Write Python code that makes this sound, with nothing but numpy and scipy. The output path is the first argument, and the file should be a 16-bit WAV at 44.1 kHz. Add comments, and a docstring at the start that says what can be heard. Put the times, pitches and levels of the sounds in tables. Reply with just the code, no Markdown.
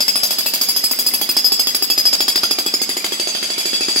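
"""An electric breaker hammers a concrete floor thirteen times a second in a large hall.
Each blow thuds, cracks the concrete and rings the steel chisel until it seats again. Loose chips
clink, and now and then a piece of slab gives way. The ceiling and the hall throw the sound back
over the rush of other machines. Late on, the microphone turns away and the treble fades."""
import sys
import numpy as np
from scipy import signal
from scipy.fft import rfft, irfft
from scipy.io import wavfile
from scipy.ndimage import uniform_filter1d, minimum_filter1d

SR = 44100
rng = np.random.default_rng(int(sys.argv[2]) if len(sys.argv) > 2 else 0)


def dump(signal):
    """Clip the signal to [-1, 1] and save it as 16-bit WAV at the path in sys.argv[1]."""
    limited = np.clip(np.atleast_2d(signal).T, -1, 1)
    pcm = np.round(limited * 32767).astype(np.int16)
    wavfile.write(sys.argv[1], SR, pcm)


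N = 176400


def amp(db):
    return 10 ** (np.asarray(db) / 20)


def unit(x):
    """Scales a signal to an average power of one."""
    return x / np.sqrt(np.mean(x ** 2) + 1e-20)


def look_up(table, hz, column=1):
    columns = np.transpose(table)
    return np.interp(np.log(hz + 1), np.log(columns[0] + 1), columns[column])


def add(mix, start, sound):
    part = mix[:, max(round(start * SR), 0):][:, :sound.shape[-1]]
    part += sound[..., :part.shape[1]]


def colour(x, spectrum):
    """Makes some frequencies louder and others softer."""
    hz = np.fft.rfftfreq(x.shape[-1], 1 / SR)
    return irfft(rfft(x) * unit(amp(look_up(spectrum, hz))), x.shape[-1])


# How the sound changes as the microphone moves: (time [s], thud level [dB], thud pitch [factor],
# treble level [dB], steel and stone sent to the echoes [dB], head start of the right side [ms])
MIC_PATH = [(0, -26, 0.74, -19.5, 1, 0.23), (.95, -25.5, 0.86, -10.5, -1, -0.058),
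            (1.5, -21.5, 0.997, -14.5, -3.5, 0.05), (2.3, -20, 1.003, -19, -3.5, -0.027),
            (2.85, -18, 1.03, -26, -0.5, 0.37), (3.45, -24, 1.22, -50.5, 7.5, 0.52),
            (4, -15.5, 1, -41, 10, 0.48)]
THUD, PITCH, TREBLE, ECHO, LEAD = 1, 2, 3, 4, 5

def mic(time, column):
    """One column of the microphone's path at the given time."""
    columns = np.transpose(MIC_PATH)
    return np.interp(time, columns[0], columns[column])


# The hammer's blows: (time [s], chisel ring level [dB], concrete crunch level [dB])
BLOWS = [(0.0044, -12.0, -21.5), (0.0802, -10.0, -19), (0.1561, -14.0, -19.5), (0.2317, -13.0, -18),
         (0.3074, -17.0, -19), (0.3843, -13.5, -17.5), (0.4605, -14.0, -18.5), (0.5362, -14.5, -18.5),
         (0.612, -13.5, -21), (0.6862, -12.5, -21), (0.7619, -12.5, -23), (0.8381, -13.5, -23.5),
         (0.9114, -15.0, -23.5), (0.9883, -13.0, -24), (1.0634, -10.5, -27), (1.1369, -14.5, -22.5),
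         (1.2128, -17.5, -21), (1.2902, -12.5, -22), (1.366, -8.5, -20), (1.4436, -6.5, -21),
         (1.5192, -9.0, -21), (1.5942, -10.0, -17), (1.6701, -12.5, -20), (1.7464, -12.5, -18),
         (1.8225, -11.5, -19.5), (1.9003, -10.0, -21), (1.9769, -7.5, -16), (2.0537, -6.5, -18),
         (2.1289, -9.5, -13), (2.2046, -12.0, -14), (2.2808, -10.0, -14), (2.3572, -10.0, -14.5),
         (2.4329, -12.5, -17), (2.5094, -12.5, -21), (2.5856, -15.5, -17), (2.662, -15.0, -23),
         (2.7387, -12.5, -22), (2.8154, -16.5, -26), (2.8917, -17.0, -24), (2.9682, -19.0, -23),
         (3.0433, -23.5, -16.5), (3.121, -20.5, -23), (3.1974, -17.0, -20.5), (3.2715, -21.5, -21),
         (3.349, -22.0, -23), (3.4268, -23.0, -22), (3.5018, -21.5, -27), (3.5794, -20.5, -26),
         (3.6552, -19.0, -25), (3.7313, -20.0, -25), (3.8074, -21.0, -27), (3.8837, -20.0, -24.5),
         (3.9605, -16.0, -26)]
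# Tones of the tool body and slab: (frequency [Hz], level [dB], time to fade by 60 dB [s])
BODY_TONES = [(272.4, 0, 0.016), (434, -3, 0.0092), (804, -3.5, 0.01), (1150, -4, 0.0094)]

def thuds(gain_db=5, second_knock_s=0.002557, low_cut_hz=208):
    """Each blow is a quick double knock on the tool body and the slab."""
    out, t = np.zeros((2, N)), np.arange(SR // 20) / SR
    for start, _, _ in BLOWS:
        pitch, thud_db = mic(start, PITCH), mic(start, THUD)
        side_delay = np.array([[.5], [-.5]]) * mic(start, LEAD) / 1000
        age = np.maximum(t - side_delay - .0002, 0)
        dull_db = .3 * (thud_db + 25)  # close up, the two deepest tones stand out
        knock = 0
        for hz, db, fade_s in BODY_TONES:
            fade = amp(db - dull_db * (hz > BODY_TONES[1][0]) - 60 * age / fade_s)
            detune = 1 + .08 * rng.standard_normal()
            knock += fade * np.sin(2 * np.pi * hz * pitch * detune * age)
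        for delay, knock_db in (0, 0), (second_knock_s / pitch, -6):
            add(out, start + delay, amp(thud_db + knock_db + gain_db) * knock)
    return signal.sosfilt(signal.butter(4, low_cut_hz, "high", fs=SR, output="sos"), out)


def steel_tones(t, hz, db, detune_hz, rattle, fade_s=.18, rattle_s=.007):
    """Fading tones that chatter, a little different at every blow and on each side."""
    chance = rng.standard_normal((7, len(hz), 1))
    phase = np.exp(2j * np.pi * rng.random((len(hz), 1)))
    sides = 1 + .25 * (chance[:2] + 1j * chance[2:4])
    gain = amp(db)[:, None] * amp(3 * chance[4]) * sides * phase
    gain *= np.linalg.norm(amp(db)) * np.sqrt(2) / np.linalg.norm(gain)  # keep the total power
    gain[1] *= np.exp(1.6j * chance[5])  # the right side is out of step
    noise = rng.standard_normal((2, len(hz), len(t)))
    wobble = unit(signal.lfilter([1], [1, -np.exp(-1 / (rattle_s * SR))], noise))
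    chatter = (1 + rattle * (wobble[0] + 1j * wobble[1])) / np.sqrt(1 + 2 * rattle ** 2)
    tones = np.exp(2j * np.pi * (hz[:, None] + detune_hz * chance[6]) * t) * amp(-60 * t / fade_s)
    return (gain[..., 0] @ (tones * chatter)).real


# Main tones of the bending chisel: (frequency [Hz], level [dB], pitch spread between blows [Hz],
# extra level for each dB of a harder blow [dB])
CHISEL_TONES = [(4680, -3, 28.7, -0.46), (4814, 0.5, 28.6, -0.55), (5070, 1, 13.6, 0.4559)]
# Its weaker tones: (frequency [Hz], level [dB])
CHISEL_OVERTONES = [(2620, -13), (3345, -8.5), (6340, -8.5), (6880, -6.5), (7800, -7.5), (8345, -13),
                    (9245, -17.5), (9860, -8), (10405, -10.5), (11070, -11), (11280, -7.5), (11650, -19),
                    (12400, -8), (13870, -10.5), (14770, -18.5), (15620, -20.5)]
RISE_S = 0.0012

def chisel(seated_fade_s=0.025, typical_ring_db=-15.5, typical_treble_db=-20):
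    """The steel rings after each blow and is hushed when it seats in the concrete again."""
    out, t = np.zeros((2, N)), np.arange(SR // 12) / SR
    hz, db, spread_hz, extra_db = np.transpose(CHISEL_TONES)
    over_hz, over_db = np.transpose(CHISEL_OVERTONES)
    for start, ring_db, _ in BLOWS:
        free_s = .034 + 0.016 * rng.uniform(-1, 1)
        seating = amp(-60 * np.maximum(t - free_s, 0) / seated_fade_s)
        harder_db = ring_db - typical_ring_db
        facing_db = mic(start, TREBLE) - typical_treble_db
        shift_db = -16.5 + 0.22 * harder_db + 0.59 * facing_db * (over_hz / over_hz[-1]) ** 2
        main = steel_tones(t, hz, db + ring_db + extra_db * harder_db, spread_hz[:, None], rattle=.35)
        overtones = steel_tones(t, over_hz, over_db + shift_db, detune_hz=26, rattle=.8)
        add(out, start, seating * (main + overtones) * np.minimum(t / RISE_S, 1))
    return out


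def splinter(x, bump_db=6, bump_width_hz=450):
    """Every splinter has its own uneven tone colour."""
    hz = np.fft.rfftfreq(x.shape[-1], 1 / SR)
    bumps = rng.standard_normal(64)
    gain = amp(bump_db * np.interp(hz / bump_width_hz, np.arange(len(bumps)), bumps))
    return irfft(rfft(x) * unit(gain), x.shape[-1])


# Tone colour of concrete being crushed: (frequency [Hz], level [dB])
CRUSH_COLOUR = [(100, -62), (600, 7), (1300, -2.5), (4500, 5), (7500, -9), (16000, -15)]
# Tone colour of splintering at the tip: (frequency [Hz], level [dB])
SPLINTER_COLOUR = [(5000, -27.5), (8900, -21), (10000, -16), (11800, 0), (13300, -11.5), (16000, -7)]

def concrete(bounce_s=.021, crack_s=0.0025, grit_s=0.0099, splinter_s=0.0086):
    """Grainy bursts of crushing and splintering, at the blow and again as the chisel bounces."""
    crush, chips, t = np.zeros((2, N)), np.zeros((2, N)), np.arange(SR // 10) / SR
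    crush_fade = np.exp(-t / crack_s) + amp(-14.5) * np.exp(-t / grit_s)
    chip_fade = np.exp(-t / splinter_s)
    for start, _, crunch_db in BLOWS:
        later, louder = rng.standard_normal(2)
        for delay, db in (0, 0), (bounce_s + .001 * later, -8.5 + 3 * louder):
            noise = rng.standard_normal((2, len(t)))
            grain_db = 4 * np.minimum(rng.exponential(1, len(t)), 4)
            grains = unit(noise * amp(grain_db)) * np.minimum(t / RISE_S, 1) * amp(db)
            add(crush, start + delay, grains * amp(6.5 + crunch_db) * crush_fade)
            add(chips, start + delay, splinter(grains) * amp(2.5 + mic(start, TREBLE)) * chip_fade)
    return colour(crush, CRUSH_COLOUR) + colour(chips, SPLINTER_COLOUR)


# Loudness of the loose chips, highest once the slab gives way: (time [s], level [dB])
CLATTER_LEVELS = [(1.9, -40), (2.6, -37.5), (4, -40.5)]

def clatter(low_hz=1947, high_hz=3647, fade_s=0.047, mean_wait_s=0.028):
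    """Loose chips of concrete, large and small, clink against the chisel after each blow."""
    out, t = np.zeros((2, N)), np.arange(SR // 15) / SR
    for start, _, _ in BLOWS:
        for pitch, wait, size, left_phase, right_phase in rng.random((8, 5)):
            hz = low_hz * (high_hz / low_hz) ** pitch
            tone = np.sin(2 * np.pi * (hz * t + np.array([[left_phase], [right_phase]])))
            add(out, start - mean_wait_s * np.log(1 - wait), tone * amp(-60 * t / fade_s) * size ** 2)
    return unit(out) * amp(np.interp(np.arange(N) / SR, *np.transpose(CLATTER_LEVELS)))


# How alike left and right sound in the hall: (frequency [Hz], likeness [0 to 1])
SIDE_LIKENESS = [(320, 0.86), (950, 0.028)]

def room_noise(size):
    """Noise from all around, alike on both sides only in the bass."""
    left, other = rfft(rng.standard_normal((2, size)))
    alike = look_up(SIDE_LIKENESS, np.fft.rfftfreq(size, 1 / SR))
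    right = alike * left + np.sqrt(1 - alike ** 2) * other
    return irfft(np.array([left, right]), size)


# Tone colour of the other machines: (frequency [Hz], level [dB])
RUSH_COLOUR = [(20, -44), (100, -33), (190, 5), (1200, -6), (3500, 0), (6000, -4), (8500, -13),
               (16000, -12)]

def machines(level_db=-33.5, swell_db=0.5):
    """Other machines in the hall make a steady rush that wavers slightly."""
    swell = unit(uniform_filter1d(uniform_filter1d(rng.standard_normal(N), 3000), 3000))
    return colour(room_noise(N), RUSH_COLOUR) * amp(level_db + swell_db * swell)


def apply_echo(x, echo):
    return signal.oaconvolve(x, echo, axes=1)[:, :N]


def near_echoes(x, db, decay_s=0.022):
    """Sound scatters back from the floor and nearby things."""
    t = np.arange(SR // 8) / SR
    echo = room_noise(len(t)) * np.exp(-t / decay_s) * (t > .003)
    return amp(db) * apply_echo(x, echo / np.linalg.norm(echo[0]))


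# The hall's long echo: (frequency [Hz], time to fade by 60 dB [s], level [dB])
HALL_ECHO = [(150, 0.51, -18.5), (800, 1.9, -10.5), (3460, 1.25, -5), (5200, 1.43, -3.5), (13900, 0.13, -7)]

def hall(x, shift_hz=1.7):
    """A long wash of echoes whose pattern shifts as the microphone moves."""
    out, clock = np.zeros((2, N)), np.arange(N) / SR
    for k in range(3):  # three echo patterns take turns
        hz, t, bands = signal.stft(room_noise(SR), SR, nperseg=256)
        fade_s, db = look_up(HALL_ECHO, hz)[:, None], look_up(HALL_ECHO, hz, column=2)[:, None]
        same_energy = np.sqrt(2 * np.log(1000) / fade_s / SR)  # a longer fade starts softer
        bands *= amp(db - 60 * t / fade_s) * same_energy
        tail = signal.istft(bands * (t > .012), SR, nperseg=256)[1]
        share = np.sqrt(2 / 3) * np.cos(2 * np.pi * (shift_hz * clock + k / 3))
        out += apply_echo(x * share, tail)
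    return out


# Pieces of slab giving way: (time [s], level [dB], frequency [Hz], time to fade by 60 dB [s])
SLAB_BREAKS = [(.234, -23.5, 680, 0.054), (1.214, -23.5, 802, 0.046), (2.436, -36.5, 68.4, 0.1),
               (2.439, -15.5, 1380, 0.026), (3.044, -15, 2150, 0.019)]

def slab_breaks():
    """Now and then a loosened piece of slab gives a short knock."""
    out, t = np.zeros((2, N)), np.arange(SR // 5) / SR
    for start, db, hz, fade_s in SLAB_BREAKS:
        add(out, start, amp(db - 60 * t / fade_s) * np.sin(2 * np.pi * hz * t))
    return out


def scene(ceiling_s=0.0205, ceiling_db=-19):
    """Mixes the breaker, its echoes and the machines; the knocks also bounce off the ceiling."""
    knocks = thuds() + slab_breaks()
    steel_and_stone = chisel() + concrete() + clatter()
    to_room = steel_and_stone * amp(mic(np.arange(N) / SR, ECHO))
    echoes = near_echoes(knocks, db=-9) + near_echoes(to_room, db=-7) + hall(knocks + to_room)
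    out = knocks + steel_and_stone + echoes + machines()
    add(out, ceiling_s, amp(ceiling_db) * knocks)
    return out


def record(dry, limit_db=-1.5, hold_s=.001, top_hz=15900):
    """A fast limiter turns down the loudest peaks, then a filter cuts the highest treble."""
    hold = int(hold_s * SR) + 1
    gain = np.minimum(amp(limit_db) / (abs(dry).max(0) + 1e-9), 1)
    limited = dry * uniform_filter1d(minimum_filter1d(gain, hold), hold)
    treble_cut = signal.firwin(401, top_hz, window=("kaiser", 8), fs=SR)
    return signal.oaconvolve(limited, treble_cut[None], "same")


dry = scene()
out = record(dry)
dump(out)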